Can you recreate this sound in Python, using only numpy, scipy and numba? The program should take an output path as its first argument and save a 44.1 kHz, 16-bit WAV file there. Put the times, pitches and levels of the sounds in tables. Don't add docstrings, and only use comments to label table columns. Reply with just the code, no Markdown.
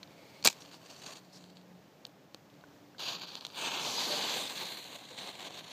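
import sys
import numpy as np
from scipy import signal
from scipy.fft import rfft, irfft
from scipy.io import wavfile
from scipy.ndimage import uniform_filter1d
from numba import njit

SR = 44100
rng = np.random.default_rng(int(sys.argv[2]) if len(sys.argv) > 2 else 0)


def dump(signal):
    limited = np.clip(np.atleast_2d(signal).T, -1, 1)
    pcm = np.round(limited * 32767).astype(np.int16)
    wavfile.write(sys.argv[1], SR, pcm)


def voltage_ratio(level):
    return 10 ** (np.asarray(level, float) / 20)


N = 252235

# frequency in Hz, density in dB per Hz.
JET_SPECTRA = [
    [(820, -45), (1400, -5.5), (2120, -8), (2700, 0), (3630, -2.5), (4600, 4), (5000, -7), (7180, -6.5),
     (9500, -19.5), (12400, -59.5)],
    [(820, -8.5), (1400, -10), (1590, -5), (1980, -20), (2340, -3.5), (2950, -2), (4700, 1), (5130, -13.5),
     (6950, -15.5), (7780, -28), (9500, -37), (20900, -78)],
    [(820, -6), (1400, -5), (1900, -7), (2380, -2), (3490, 0), (4660, -3.5), (5130, -10), (6160, -4.5),
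     (7900, -13), (9500, -18), (12400, -51)],
    [(820, -40), (1400, -12.5), (1580, -5), (1910, -11.5), (2110, -8), (3500, -2.5), (4600, -2),
     (5050, -10.5), (6200, -6.5), (7530, -9), (9500, -26), (12400, -63)],
    [(820, -36), (1400, -24), (1550, -7), (1870, -10), (2110, -4.5), (2320, -7), (4160, 0), (5000, -14),
     (7180, -10), (9500, -30), (12400, -54)],
]
# time in seconds, stage 0-4.
STAGE = [
    (1.7, 0),
    (2.9, 1),
    (3.52, 1),
    (3.6, 2),
    (3.8, 2),
    (4.05, 3),
    (4.3, 3),
    (4.65, 4),
]
FLUTTER_BY_STAGE = (1.6, 1.16, 0.7, 0.41, 1.24)
SPECKS_DB_BY_STAGE = (-8, -7, -8, 1.5, -5.5)
ROAR_DB_BY_STAGE = (-5, -8, -6, -4.5, -6)
SIZZLE_DB_BY_STAGE = (-18.5, -17, -18, -15, -12)
# time in seconds, level in dB.
BLAZE = [
    (3.53, -56),
    (3.585, -39),
    (3.72, -36.5),
    (3.95, -36),
    (4.12, -35.5),
    (4.37, -36.5),
    (4.52, -45.5),
    (5.0, -53.5),
    (5.72, -55),
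]
# start in seconds, length in seconds, level in dB, change until the end in dB.
MATCH_SPURTS = [(.535, 0.16, -61, -1), (0.706, .06, -54.5, -8), (0.788, 0.12, -65.5, 7),
                (0.892, 0.13, -57.5, -2), (1.011, 0.13, -51.5, -1.5), (1.054, 0.078, -50.5, -2),
                (1.146, 0.039, -56, 1), (1.196, 0.13, -70, 1), (1.321, 0.21, -60.5, -8.5),
                (1.546, 0.14, -63, -21)]
BOOK_SPURTS = [(2.988, .11, -40, 1), (3.098, 0.058, -41.5, 0), (3.158, 0.043, -46.5, -2),
               (3.2, 0.044, -45.5, 1.5), (3.255, 0.096, -50, 1.5), (3.357, 0.027, -45.5, -2.5),
               (3.401, 0.075, -51, -8), (3.469, 0.038, -53, -7), (3.503, 0.027, -52.5, -6),
               (3.545, .025, -51, 3), (3.573, 0.016, -40, -4), (3.6, 0.074, -43.5, 4.5),
               (3.98, 0.053, -35, -5.5), (4.235, 0.22, -42.5, -6), (4.491, 0.021, -37, -7.5),
               (4.55, 0.074, -44, 0.5), (4.61, 0.042, -47, 0.5), (4.66, 0.087, -45.5, -4),
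               (4.765, 0.021, -44.5, -2.5), (4.835, 0.056, -48.5, -15), (4.93, 0.025, -52, 4.5),
               (5.1, 0.068, -58.5, 1), (5.168, 0.14, -46, -2.5), (5.26, 0.03, -47, 0),
               (5.32, 0.05, -54.5, 0.5), (5.385, 0.043, -45.5, -1.5), (5.438, 0.037, -44.5, -1),
               (5.515, 0.078, -52, 4.5), (5.62, 0.11, -63, 14)]
# start in seconds, length in seconds, from Hz, to Hz, depth 0-1.
NOTCHES = [(3.58, 0.35, 10700, 8700, 0.7), (3.85, 0.53, 8500, 8200, 0.46), (3.45, 0.35, 6000, 4900, 0.63),
           (2.96, 0.48, 7900, 9500, 0.9), (3.06, .34, 11000, 9200, 0.7), (3.95, 1.74, 5600, 5200, 0.34),
           (2.74, 1.58, 2360, 1530, 0.24)]
# start in seconds, length in seconds, centre in Hz, level in dB.
TONGUES = [(0.598, 0.024, 5600, -55.5), (.72, 0.047, 4600, -59), (.89, 0.053, 5600, -62.5),
           (0.968, 0.03, 5870, -62), (1.0, 0.1, 5800, -69), (1.06, 0.094, 6560, -75),
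           (1.323, 0.044, 5060, -58), (1.332, 0.13, 7000, -73), (2.996, 0.14, 5670, -54),
           (3.008, 0.17, 1410, -60.5), (3.15, 0.092, 5950, -70), (3.268, 0.12, 5600, -64),
           (3.389, 0.19, 6000, -67), (3.602, 0.088, 6160, -54), (3.62, 0.051, 810, -50),
           (3.797, 0.19, 6000, -50), (3.97, 0.045, 930, -41), (3.989, 0.12, 4480, -40.5),
           (4.09, 0.048, 583, -41), (4.098, 0.078, 4260, -42), (4.178, 0.026, 790, -45),
           (4.234, 0.017, 392, -51), (4.2, 0.12, 3680, -44.5), (4.33, 0.14, 3640, -43),
           (3.82, 0.22, 4550, -46.5), (4.38, .05, 8300, -51), (4.298, 0.061, 506, -46),
           (4.364, 0.047, 710, -48.5), (4.5, 0.073, 7400, -57), (4.55, 0.12, 4030, -48.5),
           (4.691, 0.085, 3880, -63), (4.842, 0.016, 646, -55), (4.934, 0.035, 630, -58),
           (5.102, 0.035, 487, -53.5), (5.173, 0.089, 4060, -55), (5.39, .02, 790, -56),
           (5.451, 0.059, 690, -57), (5.543, 0.041, 4100, -63)]
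# time in seconds, peak in dB, card thump in dB, fine grit in dB, T60 in seconds.
STRIKE = [(.4264, -34.5, -17.5, -30.5, 0.014), (.4413, -27.5, -17.5, -16.5, 0.0094),
          (.4470, -27, -16.5, -11.5, .006), (.4479, -9, -16, -12, 0.0082), (.4508, -8, -13.5, -7, 0.0057),
          (.4525, -22.5, -24, 2, 0.024), (.4553, -11, -12, -14, 0.014), (.4572, -16.5, -4, -11.5, 0.016),
          (.4590, -17.5, -12, -22.5, .0049), (.4612, -10, -18.5, -20, 0.023),
          (.4638, -11.5, -13.5, -17.5, 0.012), (.4665, -26, -20.5, -14.5, 0.032),
          (.4735, -3, -19, -11, 0.007), (.4745, -9.5, -13.5, -14, 0.014), (.4760, -7, -14.5, -18, .006),
          (.4772, -12.5, -14, -22, .012), (.4800, -30.5, -2.5, -22, .042), (.4840, -15, -21.5, -25, 0.012),
          (.4858, -12, -28, -22.5, .01), (.4900, -39, -15, -20, 0.04), (.4988, -29.5, -7, -6.5, .012),
          (.5012, -25, -17.5, -24.5, 0.017), (.5060, -40.5, -20, -14, 0.13),
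          (.5278, -31, -18.5, -16.5, .012)]
# time in seconds, peak in dB, card thump in dB, fine grit in dB, T60 in seconds.
SNAPS = [(.0305, -30, -31, -36, 0.021), (2.0521, -26, -17, -29, 0.0045), (2.0672, -44.5, -16.5, -3, .02),
         (2.3458, -31.5, -16, -17, 0.0054), (2.3474, -40, -9, -18, 0.012),
         (2.9823, -37.5, -15, -27.5, 0.043), (2.9963, -37.5, -3.5, -19, 0.016),
         (3.3541, -24.5, -11.5, -24, 0.005), (3.4098, -30, -20, -25, 0.011),
         (3.4504, -21, -19.5, -28, 0.014), (3.4560, -31, -22, -28, 0.013), (3.4671, -26, -17, -17, 0.0099)]
# time in seconds, peak in dB, low range in dB.
TICKS = [(0.0755, -41, -15), (0.621, -31, -22), (0.65, -37, -14), (0.7139, -40, 1), (0.7429, -35, -4),
         (1.0175, -40, -12), (1.4407, -34, -25), (1.5702, -34, -29), (1.6134, -41, -18),
         (3.219, -23.5, -22), (3.234, -28, -11), (3.423, -33, -7), (3.4428, -41, -21), (3.502, -32, -20),
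         (3.5222, -35, -26), (3.552, -31, -21), (3.576, -30, -15), (3.8995, -33, -24), (4.497, -21, -24),
         (4.771, -30, -6), (4.9289, -34, 1), (4.9538, -32, -4), (5.3971, -27, -3), (5.5228, -31, -26),
         (5.575, -27, -20), (5.589, -24.5, -18), (5.6088, -31, -4),
         (0.66, -38, -20), (.848, -45, -25), (1.039, -35, -12), (1.065, -37, -12), (1.085, -38, -12),
          (1.093, -38, -14), (1.096, -35, -14), (1.1205, -33, -12), (2.0495, -41, -25), (2.0945, -47, -25),
          (2.501, -46, -25), (2.541, -47, -25), (2.611, -44, -21), (2.921, -52, -28), (2.933, -50, -28),
          (4.4246, -26, -14.5), (4.6275, -27, -16), (4.7375, -35, -11), (4.9452, -34, -6),
          (5.053, -38, -14)]
SPITS = [(3.1973, -32, -15), (3.2462, -44, -14), (3.321, -35, -4), (3.58, -27, -13), (4.009, -30, -16),
         (4.25, -27, -14), (4.3024, -18, -20), (4.5194, -25, -17), (4.551, -33, -12), (4.655, -23, -17),
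         (4.79, -35, -22), (4.8425, -30, -8), (4.8644, -37, -14), (4.884, -37, -17), (4.9794, -46, -12),
         (5.1711, -39, -15), (5.2033, -32, -8), (5.2744, -29, -10), (5.4594, -37, -26), (5.4698, -28, 0),
         (5.5069, -32, -2.5), (5.6444, -32, -17), (5.7009, -42, -4)]
# time in seconds, peak in dB,
# mode in Hz, T60 in seconds.
KNOCKS = [(.0306, -44, 2280, 0.017), (0.0313, -47, 4480, 0.01), (0.4266, -38, 4300, 0.015),
          (.428, -47, 155, 0.056), (0.4409, -33, 4800, .01), (0.4488, -20, 4400, .008),
          (.4552, -26, 607, 0.021), (0.4596, -15, 4600, 0.0088), (.473, -41, 204, .07),
          (0.4733, -5, 7300, 0.0035), (.4760, -14, 4380, 0.013), (.4745, -14.5, 2310, 0.017),
          (.831, -48, 600, .02), (2.0523, -45, 4500, .01), (2.346, -43.5, 513, 0.023),
          (2.3453, -54, 1300, .015), (2.639, -45.5, 1480, 0.028), (2.639, -49, 1060, .02),
          (2.346, -48, 330, 0.023), (2.9478, -48.5, 1549, 0.02), (.4553, -20.5, 1100, 0.011),
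          (.4665, -28, 2300, .02), (2.3458, -45, 4470, .008), (3.3541, -36, 6260, .003),
          (3.4504, -35, 6270, .003), (3.4506, -42, 900, 0.0054)]
# time in seconds, level in dB.
RUB = [
    (0.09, -66),
    (0.16, -61.5),
    (0.41, -58),
]
# frequency in Hz, density in dB per Hz.
ROAR_SPECTRUM = [(41, -45), (70, -28.5), (145, -4.5), (265, -1.5), (393, -1), (850, 1), (1130, -1),
                 (1390, -10), (2000, -12.5), (2600, -52), (4400, -120)]
SIZZLE_SPECTRUM = [(5000, -23), (8500, -1.5), (9910, -8), (12800, -3), (14500, -2.5), (15200, -10)]
GRIT_SPECTRUM = [(820, -33), (1400, -15), (1590, -8), (1770, -18), (2340, 0.5), (3000, -4), (4230, 2),
                 (5780, -4), (6900, -2.5), (8360, -11), (9500, -29), (12400, -43), (20900, -120)]
CARD_SPECTRUM = [(35, -51.5), (60, -29.5), (221, -4), (288, -6), (794, -0.5), (867, 1.5), (1000, -3),
                 (2000, -11), (2600, -25.5), (4400, -120)]
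SNAP_SPECTRUM = [(820, -21), (1500, -14), (2300, -10), (3200, 0.5), (4400, 3.5), (5300, -9.5), (6950, -11),
                 (8200, -31), (12000, -49)]
RUBBING_SPECTRUM = [(240, -37.5), (400, -4), (576, -0.5), (723, -12), (907, -2), (1070, -23), (1770, -22),
                    (2220, -4), (2830, -15), (4600, -9.5), (5110, -19), (9520, -28), (15000, -48)]
AIR_SPECTRUM = [(12, -67.5), (20, -35), (80, -14), (136, -1), (190, -0.5), (238, -7.5), (289, -1),
                (332, -8), (595, -9), (1330, -21), (3940, -24.5), (6690, -28), (9600, -40.5), (14200, -32),
                (15400, -34)]
# peak in seconds, rise in seconds, fall in seconds, lift in dB.
SMOULDER = [
    (.5, 1.1, 0.86, 6.5),
    (2.75, 0.49, 0.38, 2),
]
# time in seconds, pitch in Hz, level in dB.
MOTOR = [
    (1.2, 184.4, -62),
    (1.45, 179.5, -60),
    (1.76, 182, -58),
    (1.88, 172.7, -75),
]
DRONE = [
    (2.45, 287, -78),
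    (2.55, 293, -63),
    (2.62, 290, -86),
    (2.68, 293.8, -63.5),
    (2.91, 293, -67),
    (2.98, 297, -80),
]
# start in seconds, length in seconds, from Hz, to Hz, width in Hz.
GAPS = [(.58, .07, 5050, 5050, 200), (1.1, .11, 5150, 5050, 200), (1.58, .14, 8900, 8600, 250),
        (3.01, .1, 7500, 7450, 250), (3.13, .13, 8250, 7900, 400), (3.56, .4, 2050, 1900, 80),
        (3.58, .16, 10050, 9800, 350), (3.63, .12, 9550, 9450, 600), (3.66, .07, 9800, 9750, 500),
        (3.67, .05, 10900, 10850, 300), (3.7, .11, 5100, 5050, 200), (3.73, .07, 9300, 8800, 600),
        (4.1, .35, 5700, 5450, 120), (3.95, .2, 7300, 7050, 120), (3.78, .06, 13000, 13000, 450),
        (3.83, .11, 12650, 12600, 200), (3.8, .06, 10700, 10500, 250), (3.82, .27, 8500, 8150, 150),
        (4.0, .12, 5100, 5050, 100), (4.26, .08, 8200, 8150, 400), (4.39, .11, 12800, 12800, 550),
        (4.4, .12, 13900, 13800, 250), (4.42, .08, 10300, 10100, 300), (4.54, .08, 8200, 8100, 200),
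        (4.7, .25, 5000, 5000, 120), (5.48, .22, 5000, 4950, 150), (5.6, .1, 7800, 7700, 200)]
# start in seconds, end in seconds, low edge in Hz, high edge in Hz, level in dB.
SIDE_PATCHES = [
    (3.692, 3.72, 4100, 5600, -54),
    (3.971, 4.002, 4200, 4970, -39),
]

MIDDLING_DB = -51
ROAR_FOLLOWS, SIZZLE_FOLLOWS = 0.87, 0.78
ROAR_LAG_S = 0.0035
SPENT_S, SIZZLE_FADE_DB_PER_S, ROAR_GAIN_DB_PER_S = 4.81, -8.5, 2
LIGHT_S, DIE_S = 0.0098, 0.02
NOTCH_WIDTH, NOTCH_FADE_S = 0.27, 0.15
TONGUE_WIDTH, TONGUE_EDGE_S = 0.18, 0.013
STRIKE_HALF_SNAP_S, SNAPS_HALF_SNAP_S = 0.0083, 0.02
TICK_TOP_DB, TICK_T60_S, TICK_SNAP = -27, 0.01, 0.64
AIR_DB, HISS_DB = -59.5, -1
GAP_FADE_S = 0.014
TOP_HZ = 15290


def flame():
    stage = curves(STAGE)[0]

    def by_stage(row):
        return np.interp(stage, np.arange(len(JET_SPECTRA)), row)

    puffs_db = by_stage(FLUTTER_BY_STAGE) * (0.3 * walk(45) + 1.63 * walk(250))
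    specks = crystals(150, 18.0) * voltage_ratio(by_stage(SPECKS_DB_BY_STAGE))
    gas = turbulence(puffs_db + 0.5 * walk(25), specks)
    jet = np.zeros(N)
    for k, spectrum in enumerate(JET_SPECTRA):
        share = np.clip(1 - abs(stage - k), 0, 1)
        jet += share * colour(gas, spectrum)
    roar = colour(turbulence(0.58 * puffs_db + 1.33 * walk(20), 0.5 * specks), ROAR_SPECTRUM)
    sizzle = colour(turbulence(0.39 * puffs_db + 0.64 * walk(25), specks), SIZZLE_SPECTRUM)

    flow = gas_flow() / voltage_ratio(MIDDLING_DB)
    keep = np.exp(-1 / (ROAR_LAG_S * SR))
    body = signal.lfilter([1 - keep], [1, -keep], flow)
    spent_s = np.maximum(np.arange(N) / SR - SPENT_S, 0)
    roar_gain = voltage_ratio(by_stage(ROAR_DB_BY_STAGE) + ROAR_GAIN_DB_PER_S * spent_s)
    sizzle_gain = voltage_ratio(by_stage(SIZZLE_DB_BY_STAGE) + SIZZLE_FADE_DB_PER_S * spent_s)
    mix = flow * jet
    mix = mix + roar_gain * body ** ROAR_FOLLOWS * roar
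    mix = mix + sizzle_gain * flow ** SIZZLE_FOLLOWS * sizzle
    return cover_echo(voltage_ratio(MIDDLING_DB) * mix)


def gas_flow():
    t = np.arange(N) / SR
    blaze_db, gate = curves(BLAZE)
    power = (gate * voltage_ratio(blaze_db)) ** 2
    for s, length, db, change_db in MATCH_SPURTS + BOOK_SPURTS:
        i, j = int(s * SR), int((s + length + DIE_S) * SR)
        u = t[i:j] - s
        edge = np.clip(np.minimum(u / LIGHT_S, (length + DIE_S - u) / DIE_S), 0, 1)
        power[i:j] += (edge * voltage_ratio(db + change_db * u / length)) ** 2
    return np.sqrt(power)


def cover_echo(x):
    t = np.arange(N) / SR
    for s, length, from_hz, to_hz, depth in NOTCHES:
        hz = np.interp(t, (s, s + length), (from_hz, to_hz))
        fade = np.clip(np.minimum(t - s, s + length - t) / NOTCH_FADE_S, 0, 1)
        x = x - depth * fade * band(x, hz, NOTCH_WIDTH * from_hz)
    for centre_hz in (900, 2900, 4100, 6600, 7300, 9300, 10800, 12500, 14000):
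        depth = 0.35 if centre_hz < 8000 else 0.5
        sway = np.clip(walk(6), -2, 2)
        x = x + depth * sway * band(x, centre_hz * (1 + 0.06 * walk(4)), 0.1 * centre_hz)
    for centre_hz in range(5300, 15000, 800):
        dip = np.clip(walk(12) - 0.6, 0, 1)
        x = x - dip * band(x, centre_hz + 250 * walk(3), 300.)
    return x


def tongues():
    out = np.zeros(N)
    for s, length, hz, db in TONGUES:
        u = np.arange(int((length + 2 * TONGUE_EDGE_S) * SR)) / SR
        hiss = band(rng.standard_normal(len(u)), np.full(len(u), float(hz)), TONGUE_WIDTH * hz)
        hiss = hiss / np.sqrt(np.pi * TONGUE_WIDTH * hz / SR)
        edge = np.clip(np.minimum(u, (u[-1] - u) / 2) / TONGUE_EDGE_S, 0, 1)
        i = int(s * SR)
        out[i:i + len(u)] += voltage_ratio(db) * edge * hiss
    return out * voltage_ratio(1.7 * walk(120))


def cracks(events, spectra, trim_db):
    t = np.arange(4096) / SR
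    drive = np.zeros((3, N + 4096))
    for s, db, low_db, top_db, t60, snap in events:
        grit = rng.standard_normal(4096)
        burst = 0.47 * (1 - snap) * grit * np.exp(-np.log(1000) * t / t60)
        burst[0] = 2.67 * snap
        i = int(s * SR)
        drive[:, i:i + 4096] += voltage_ratio(db + np.array([[0], [low_db], [top_db]])) * burst
    return sum(voltage_ratio(db) * colour(x[:N], c) for x, c, db in zip(drive, spectra, trim_db))


def with_snap(rows, half_s):
    return [(*row, half_s / (half_s + row[-1])) for row in rows]


def spitting(rows, jet_spectrum):
    events = [(*row, TICK_TOP_DB, TICK_T60_S, TICK_SNAP) for row in rows]
    return cracks(events, (jet_spectrum, ROAR_SPECTRUM, SIZZLE_SPECTRUM), (-3, 1.5, 1.5))


def knocks():
    out, t = np.zeros(N), np.arange(4096) / SR
    for s, db, hz, t60 in KNOCKS:
        ring = np.sin(2 * np.pi * hz * t) + 0.18 * np.sin(2 * np.pi * 0.88 * hz * t)
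        i = int(s * SR)
        out[i:i + 4096] += voltage_ratio(db) * ring * np.exp(-np.log(1000) * t / t60)
    return signal.sosfilt(signal.butter(2, 90, "high", fs=SR, output="sos"), out)


def rubbing():
    db, gate = curves(RUB)
    grit = turbulence(2.6 * walk(60.1), crystals(200, 7.7))
    return gate * voltage_ratio(db) * colour(grit, RUBBING_SPECTRUM)


def motor(table, wobble_hz, swell_db):
    hz, db, gate = curves(table)
    phase = 2 * np.pi * np.cumsum(hz + wobble_hz * walk(15)) / SR
    return np.sqrt(2) * gate * voltage_ratio(db + swell_db * walk(25.6)) * np.sin(phase)


def air():
    t = np.arange(N) / SR
    lift_db = np.zeros(N)
    for s, rise, fall, db in SMOULDER:
        lift_db += np.interp(t, (s - rise, s, s + fall), (0, db, 0))
    both = colour(voltage_ratio(AIR_DB) * rng.standard_normal(N), AIR_SPECTRUM)
    low = signal.sosfilt(signal.butter(2, 1200, fs=SR, output="sos"), both)
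    high = signal.sosfilt(signal.butter(2, 1200, "high", fs=SR, output="sos"), both)
    return low * voltage_ratio(0.62 * walk(7.6)) - high * voltage_ratio(HISS_DB + lift_db + 0.62 * walk(15.0))


def side_noise():
    t, out = np.arange(N) / SR, np.zeros(N)
    for start, end, low_hz, high_hz, db in SIDE_PATCHES:
        sos = signal.butter(6, (low_hz, high_hz), "band", fs=SR, output="sos")
        patch = signal.sosfilt(sos, rng.standard_normal(N))
        fade = np.clip(np.minimum(t - start, end - t) / 0.0072, 0, 1)
        out += voltage_ratio(db) * patch / np.std(patch) * fade
    return out * np.array([[1], [-1]])


def gaps(x):
    x = x.copy()
    for s, length, from_hz, to_hz, width_hz in GAPS:
        i, j = int(s * SR), int((s + length) * SR)
        u = np.arange(j - i) / SR
        hz = from_hz + (to_hz - from_hz) * u / length
        fade = np.clip(np.minimum(u, length - u) / GAP_FADE_S, 0, 1)
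        for _ in range(3):
            x[i:j] -= fade * band(x[i:j].copy(), hz, float(width_hz))
    return x


def turbulence(flutter_db, specks):
    x = (rng.standard_normal(N) + specks) * voltage_ratio(flutter_db)
    return x / np.std(x)


def crystals(rate_hz, db):
    return (rng.random(N) < rate_hz / SR) * voltage_ratio(db) * rng.uniform(-0.35, 1, N)


def walk(rate_hz):
    k = max(int(SR / rate_hz), 1)
    held = np.repeat(rng.standard_normal(N // k + 1), k)
    return 1.2 * uniform_filter1d(held, k)[:N]


def curves(table):
    s, *columns = np.transpose(table)
    t = np.arange(N) / SR
    gate = np.clip(np.minimum(t - s[0], s[-1] + 0.011 - t) / 0.0052, 0, 1)
    return [np.interp(t, s, c) for c in columns] + [gate]


def colour(x, points):
    size = 2048
    low_end = (points[0][0] / 2, points[0][1] - 30)
    hz, db = np.transpose([low_end, *points])
    grid_hz = np.maximum(np.arange(size // 2 + 1) * SR / size, 1)
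    cepstrum = irfft(np.interp(np.log(grid_hz), np.log(hz), db) * np.log(10) / 20)
    cepstrum[1:size // 2] *= 2
    cepstrum[size // 2 + 1:] = 0
    taps = irfft(np.exp(rfft(cepstrum)))[:size // 2]
    return signal.fftconvolve(x, taps / np.sqrt(np.sum(taps ** 2)))[:len(x)]


@njit
def band(x, hz, width_hz):
    y, b, l = np.empty(len(x)), 0., 0.
    for i in range(len(x)):
        g, k = np.tan(np.pi * hz[i] / SR), width_hz / hz[i]
        v = (b + g * (x[i] - l)) / (1 + g * (g + k))
        b, l, y[i] = 2 * v - b, l + 2 * g * v, k * v
    return y


def scene():
    strike = cracks(with_snap(STRIKE, STRIKE_HALF_SNAP_S),
                    (GRIT_SPECTRUM, CARD_SPECTRUM, SIZZLE_SPECTRUM), (1.5, 6, 4))
    snaps = cracks(with_snap(SNAPS, SNAPS_HALF_SNAP_S),
                   (SNAP_SPECTRUM, ROAR_SPECTRUM, SIZZLE_SPECTRUM), (1.5, 6, 4))
    ticks = spitting(TICKS, JET_SPECTRA[1])
    spits = spitting(SPITS, JET_SPECTRA[3])
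    near = flame() + tongues() + strike + snaps + ticks + spits + knocks() + rubbing()
    far = air() + motor(MOTOR, 1.2, 0.6) + motor(DRONE, 3.94, 1.2)
    return np.tile(gaps(near + far), (2, 1))


def band_limit(x):
    return signal.sosfilt(signal.butter(12, 16400, fs=SR, output="sos"), x)


def record(dry):
    rounded = np.tanh(1.3 * dry) / 1.3
    soft = signal.sosfilt(signal.butter(2, 45, "high", fs=SR, output="sos"), rounded)
    top_cut = signal.ellip(10, 0.2, 70, TOP_HZ, fs=SR, output="sos")
    mix = signal.sosfilt(top_cut, soft + side_noise())
    return band_limit(mix)


dry = scene()
out = record(dry)
dump(out)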